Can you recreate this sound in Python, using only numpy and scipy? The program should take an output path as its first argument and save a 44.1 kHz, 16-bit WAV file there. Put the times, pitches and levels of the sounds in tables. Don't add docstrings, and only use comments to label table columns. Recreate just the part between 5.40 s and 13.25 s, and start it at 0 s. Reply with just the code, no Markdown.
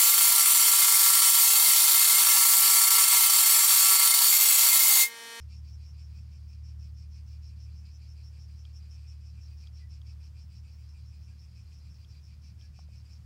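import sys
import numpy as np
from scipy import signal
from scipy.fft import rfft, irfft, next_fast_len
from scipy.io import wavfile

SR = 44100
rng = np.random.default_rng(int(sys.argv[2]) if len(sys.argv) > 2 else 0)


def log_audio(samples):
    frames = np.atleast_2d(samples).T
    limited = np.clip(frames, -1, 1)
    pcm = np.round(limited * 32767).astype(np.int16)
    wavfile.write(sys.argv[1], SR, pcm)


N = 346185
TIME = np.arange(N) / SR

# (frequency [Hz], relative density [dB])
RUMBLE_SPECTRUM = [(15, -44), (28, -33), (36, -17.5), (50, 2), (65, 0), (88, 5.5), (105, 5.5), (125, 0),
                   (150, -4.5), (185, -5.5), (225, -18), (290, -22.5), (420, -38.5), (900, -58.5)]
HISS_SPECTRUM = [(100, -3.5), (350, 4), (700, 1), (1200, 1), (2000, -1.5), (3300, -3.5), (4000, -5),
                 (5000, 2), (6500, -6), (9300, -9.5), (10400, -13.5), (11800, -11.5), (14000, -15),
                 (16000, -14)]
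# (time [s], level [dB])
RUMBLE_LEVEL = [(0, -57), (1, -55), (3.7, -58), (5, -56), (7.85, -54.5)]
ENGINE_LEVEL = [(0.05, -44), (1.06, -45.5), (1.43, -42.5), (1.62, -45), (2.36, -44.5), (2.55, -48),
                (2.62, -46), (4.8, -45.5), (4.88, -47), (5.86, -47.5), (5.92, -50.5), (7.8, -49)]
# (multiple of firing rate [1], gain [dB])
ENGINE_ORDERS = [(1, -31.5), (2, 1), (3, -8), (4, -24), (5, -31.5), (6, -39)]
# (frequency [Hz], relative density [dB])
LISP_SPECTRUM = [(13000, -40), (14700, -7), (15400, 0), (15900, -1), (16500, -20)]
# (centre [s], level [dB])
LISPS = [(.28, -87), (.74, -84.5), (1.1, -87), (1.47, -87.5), (1.91, -86), (3.12, -88), (4.13, -87),
         (5.1, -89), (5.38, -85.5), (5.78, -87.5), (6.58, -88.5)]
# (onset [s], length [s], pitch [Hz], level [dB])
BIRD_NOTES = [(4.392, 0.088, 1967, -70), (5.893, 0.072, 1650, -79), (7.21, .07, 1680, -75)]
# (onset [s], peak [dB], pitch [Hz])
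TICKS = [(3.2522, -45.6, 3250), (4.2716, -49, 3340), (4.6166, -52, 3270), (6.647, -51, 3280),
         (6.797, -62, 3400), (7.212, -53.1, 3250)]
KNOCKS = [(7.39, -50, 770), (7.486, -61, 610)]
# (ratio to pitch [1], gain [dB], T60 [s])
TICK_MODES = [(.38, -16.5, .008), (1, -4, 0.0091), (1.13, -12.5, 0.0087), (1.5, -7, 0.0053),
              (1.95, -8, .003), (3.7, -14, 0.0021)]
KNOCK_MODES = [(.86, -21, 0.016), (1, 0, 0.014), (1.36, -10, .018), (1.88, -15, 0.014)]
# (frequency [Hz], gain [dB])
NEAR_BODY = [(1500, -48.5), (2500, -18.5), (3600, -29.5), (4700, -29.5), (5150, -6.5), (5380, 2),
             (5580, -5), (5770, -18), (5960, -5.5), (6250, -22.5), (6750, -20.5), (7100, -22),
             (7500, -28.5), (11000, -39)]
SECOND_BODY = [(1700, -42), (2400, -6.5), (3000, -17.5), (3880, -18.5), (4110, -6), (4520, -9), (4770, 1),
               (4970, -11.5), (5230, -4), (5650, -15.5), (7000, -21.5), (8500, -29), (11000, -36)]
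FAR_BODY = [(1800, -34), (2250, -6.5), (2520, 0.5), (2800, -9), (4100, -20.5), (4760, -2), (4980, -4.5),
            (5300, -3.5), (5800, -11.5), (6750, -24.5), (7180, -12), (7650, -16.5), (8150, -13.5),
            (11000, -36)]
# (first chirp's centre [s], chirps [count], level [dB], chirp length [s])
NEAR_RUNS = [(-0.014, 3, -65.5, 0.1), (0.48, 2, -66.5, 0.1), (0.787, 2, -71, 0.077), (1.115, 5, -69, 0.087),
             (1.908, 4, -68.5, 0.097), (2.546, 3, -65.5, 0.078), (3.026, 2, -66.5, 0.078),
             (3.364, 2, -61, 0.064), (3.7, 1, -62.6, 0.068), (3.87, 2, -67.5, 0.084),
             (4.205, 4, -66, 0.072), (4.853, 3, -68, 0.075), (5.337, 5, -69.5, .068),
             (6.194, 3, -68, 0.086), (6.705, 1, -70, 0.088), (6.86, 1, -69, 0.079), (7.06, 4, -67.5, 0.089),
             (7.735, 1, -67, 0.085)]
SECOND_RUNS = [(0.122, 2, -69.5, .078), (0.42, 3, -71, 0.085), (0.873, 3, -76.5, 0.12),
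               (1.305, 4, -77, .095), (1.924, 3, -75, 0.12), (2.335, 1, -73, 0.079), (2.478, 3, -69, 0.082),
               (2.965, 5, -73.5, 0.12), (3.76, 3, -78, 0.11), (4.24, 3, -70, 0.11), (4.695, 6, -74, 0.1),
               (5.62, 4, -75, 0.098), (6.29, 3, -74.5, 0.13), (6.745, 6, -72, 0.11), (7.735, 1, -74, 0.11)]
FAR_RUNS = [(0.125, 1, -71.5, 0.082), (0.28, 2, -82.5, 0.12), (0.604, 4, -72.5, .07), (1.28, 5, -77, 0.095),
            (2.11, 3, -76, 0.076), (2.635, 5, -74.7, 0.084), (3.435, 2, -77.5, .085),
            (3.69, 1, -74.5, 0.15), (3.845, 3, -76, .11), (4.25, 5, -74, 0.079), (4.985, 3, -73.5, 0.09),
            (5.412, 3, -74, 0.088), (5.895, 6, -73, 0.066), (6.76, 6, -78, 0.097), (7.68, 1, -74.5, .095)]


def amp(db):
    return 10 ** (np.asarray(db) / 20)


def unit_rms(x):
    return x / np.sqrt(np.mean(x ** 2) + 1e-20)


def gains(spectrum, hz):
    points_hz, db = np.transpose(spectrum)
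    return amp(np.interp(np.log(hz + 1), np.log(points_hz + 1), db))


def curve(rows):
    return np.interp(TIME, *np.transpose(rows))


def arch(centre_s, length_s):
    return np.sqrt(np.maximum(1 - (2 * (TIME - centre_s) / length_s) ** 2, 0))


def noise(spectrum):
    size = next_fast_len(N)
    white = rfft(rng.standard_normal(size))
    return unit_rms(irfft(white * gains(spectrum, np.fft.rfftfreq(size, 1 / SR)), size)[:N])


def wander(max_hz):
    points = rng.standard_normal(int(2 * max_hz * N / SR) + 2)
    return unit_rms(signal.resample(points, next_fast_len(N))[:N])


def leaf_scatter(x, wet_db, t60_s):
    t = TIME[:SR // 3]
    tails = rng.standard_normal((3, len(t))) * amp(-60 * t / t60_s) * (t > .002)
    tails /= np.linalg.norm(tails, axis=1, keepdims=True)
    shares = np.array([wander(3) for _ in tails])
    shares /= np.linalg.norm(shares, axis=0)
    return x + amp(wet_db) * signal.oaconvolve(x * shares, tails, axes=1).sum(0)[:N]


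def air(hiss_db=-72.5, swell_db=.5):
    rumble = amp(curve(RUMBLE_LEVEL) + swell_db * wander(3)) * noise(RUMBLE_SPECTRUM)
    hiss = amp(hiss_db + swell_db * wander(2.2)) * noise(HISS_SPECTRUM)
    return rumble + hiss


def engine(firing_hz=37.06):
    phase = 2 * np.pi * np.cumsum(firing_hz * (1 + .0021 * wander(1))) / SR
    drone = 0
    for order, db in ENGINE_ORDERS:
        fading_db = .1 * (order - 1) * wander(2)
        drone += amp(db + fading_db) * np.sin(order * phase + 2 * np.pi * rng.random())
    return np.sqrt(2) * amp(curve(ENGINE_LEVEL)) * drone


def high_insect(length_s=.13):
    return noise(LISP_SPECTRUM) * sum(amp(db) * arch(centre_s, length_s) for centre_s, db in LISPS)


def bird():
    warped_s = np.cumsum(1 + .0194 * wander(60)) / SR
    notes = np.zeros(N)
    for onset_s, length_s, hz, db in BIRD_NOTES:
        envelope = amp(db) * arch(onset_s + length_s / 2, length_s) ** 2
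        notes += envelope * np.sin(2 * np.pi * hz * warped_s)
    return leaf_scatter(notes, wet_db=-8, t60_s=.2)


def taps(blows, modes, rise_s):
    mix, t = np.zeros(N), TIME[:SR // 10]
    for onset_s, peak_db, hz in blows:
        tap = sum(amp(db - 60 * t / t60_s) * np.sin(2 * np.pi * (hz * ratio * t + rng.random()))
                  for ratio, db, t60_s in modes)
        tap *= 1 - np.exp(-t / rise_s)
        slot = mix[round(onset_s * SR):][:len(tap)]
        slot += amp(peak_db) * tap[:len(slot)] / abs(tap).max()
    return mix


def chirps(runs, spread_s=.0011, spread_db=.5):
    starts_s, counts, levels_db, lengths_s = np.transpose(runs)
    firsts, beats = np.cumsum(counts) - counts, np.arange(counts.sum())
    centre_s, db, length_s = (np.interp(beats, firsts, col) for col in (starts_s, levels_db, lengths_s))
    late, louder = rng.standard_normal((len(beats), 2)).T
    return zip(centre_s + spread_s * late, db + spread_db * louder, length_s)


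def ring_body(x, body, size=4096):
    log_gain = np.log(gains(body, abs(np.fft.fftfreq(size, 1 / SR))))
    response = np.fft.ifft(np.exp(np.conj(signal.hilbert(log_gain)))).real
    return signal.oaconvolve(x, response[:size // 2])[:N]


def cicada(runs, body, click_hz, imbalance, ribs_db, ramp_s, jitter=.04, spread_db=1.6):
    cycles = np.cumsum(click_hz * (1 + jitter * wander(60) + .025 * wander(2))) / SR
    buckles = np.flatnonzero(np.diff(np.floor(cycles)))
    alternation = 1 + imbalance * (-1) ** np.arange(len(buckles))
    clicks = np.zeros(N)
    clicks[buckles] = alternation * amp(spread_db * rng.standard_normal(N)[:len(buckles)])
    ribs = rng.standard_normal(N) * np.exp(-(cycles % 1) / .2)
    drive = unit_rms(clicks) + amp(ribs_db) * unit_rms(ribs)
    envelope = np.zeros(N)
    for centre_s, db, length_s in chirps(runs):
        span = abs(TIME - centre_s) < length_s
        inside_s = length_s / 2 - abs(TIME[span] - centre_s)
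        envelope[span] += amp(db) * np.clip(inside_s / ramp_s + .31, 0, 1)
    return envelope * unit_rms(ring_body(drive, body))


def cicadas():
    near = cicada(NEAR_RUNS, NEAR_BODY, click_hz=182, imbalance=.11, ribs_db=-7, ramp_s=.034)
    second = cicada(SECOND_RUNS, SECOND_BODY, click_hz=220.3, imbalance=.23, ribs_db=-2.5, ramp_s=.033)
    far = cicada(FAR_RUNS, FAR_BODY, click_hz=178.3, imbalance=.35, ribs_db=.5, ramp_s=.034)
    return (leaf_scatter(near, wet_db=-4, t60_s=.08)
            + leaf_scatter(second, wet_db=-1.5, t60_s=.044)
            + leaf_scatter(far, wet_db=1, t60_s=.068))


def scene():
    ticks = taps(TICKS, TICK_MODES, rise_s=.0018)
    knocks = taps(KNOCKS, KNOCK_MODES, rise_s=.00092)
    return (cicadas() + engine() + air() + ticks + knocks + bird() + high_insect())[None]


def record(dry):
    fade_s, cutoff_hz = .006, 15850
    faded = dry * np.sin(np.pi / 2 * np.minimum(TIME / fade_s, 1))
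    lowpass = signal.firwin(701, cutoff_hz, window=("kaiser", 9), fs=SR)
    return signal.oaconvolve(faded, lowpass[None], "same")


dry = scene()
out = record(dry)
log_audio(out)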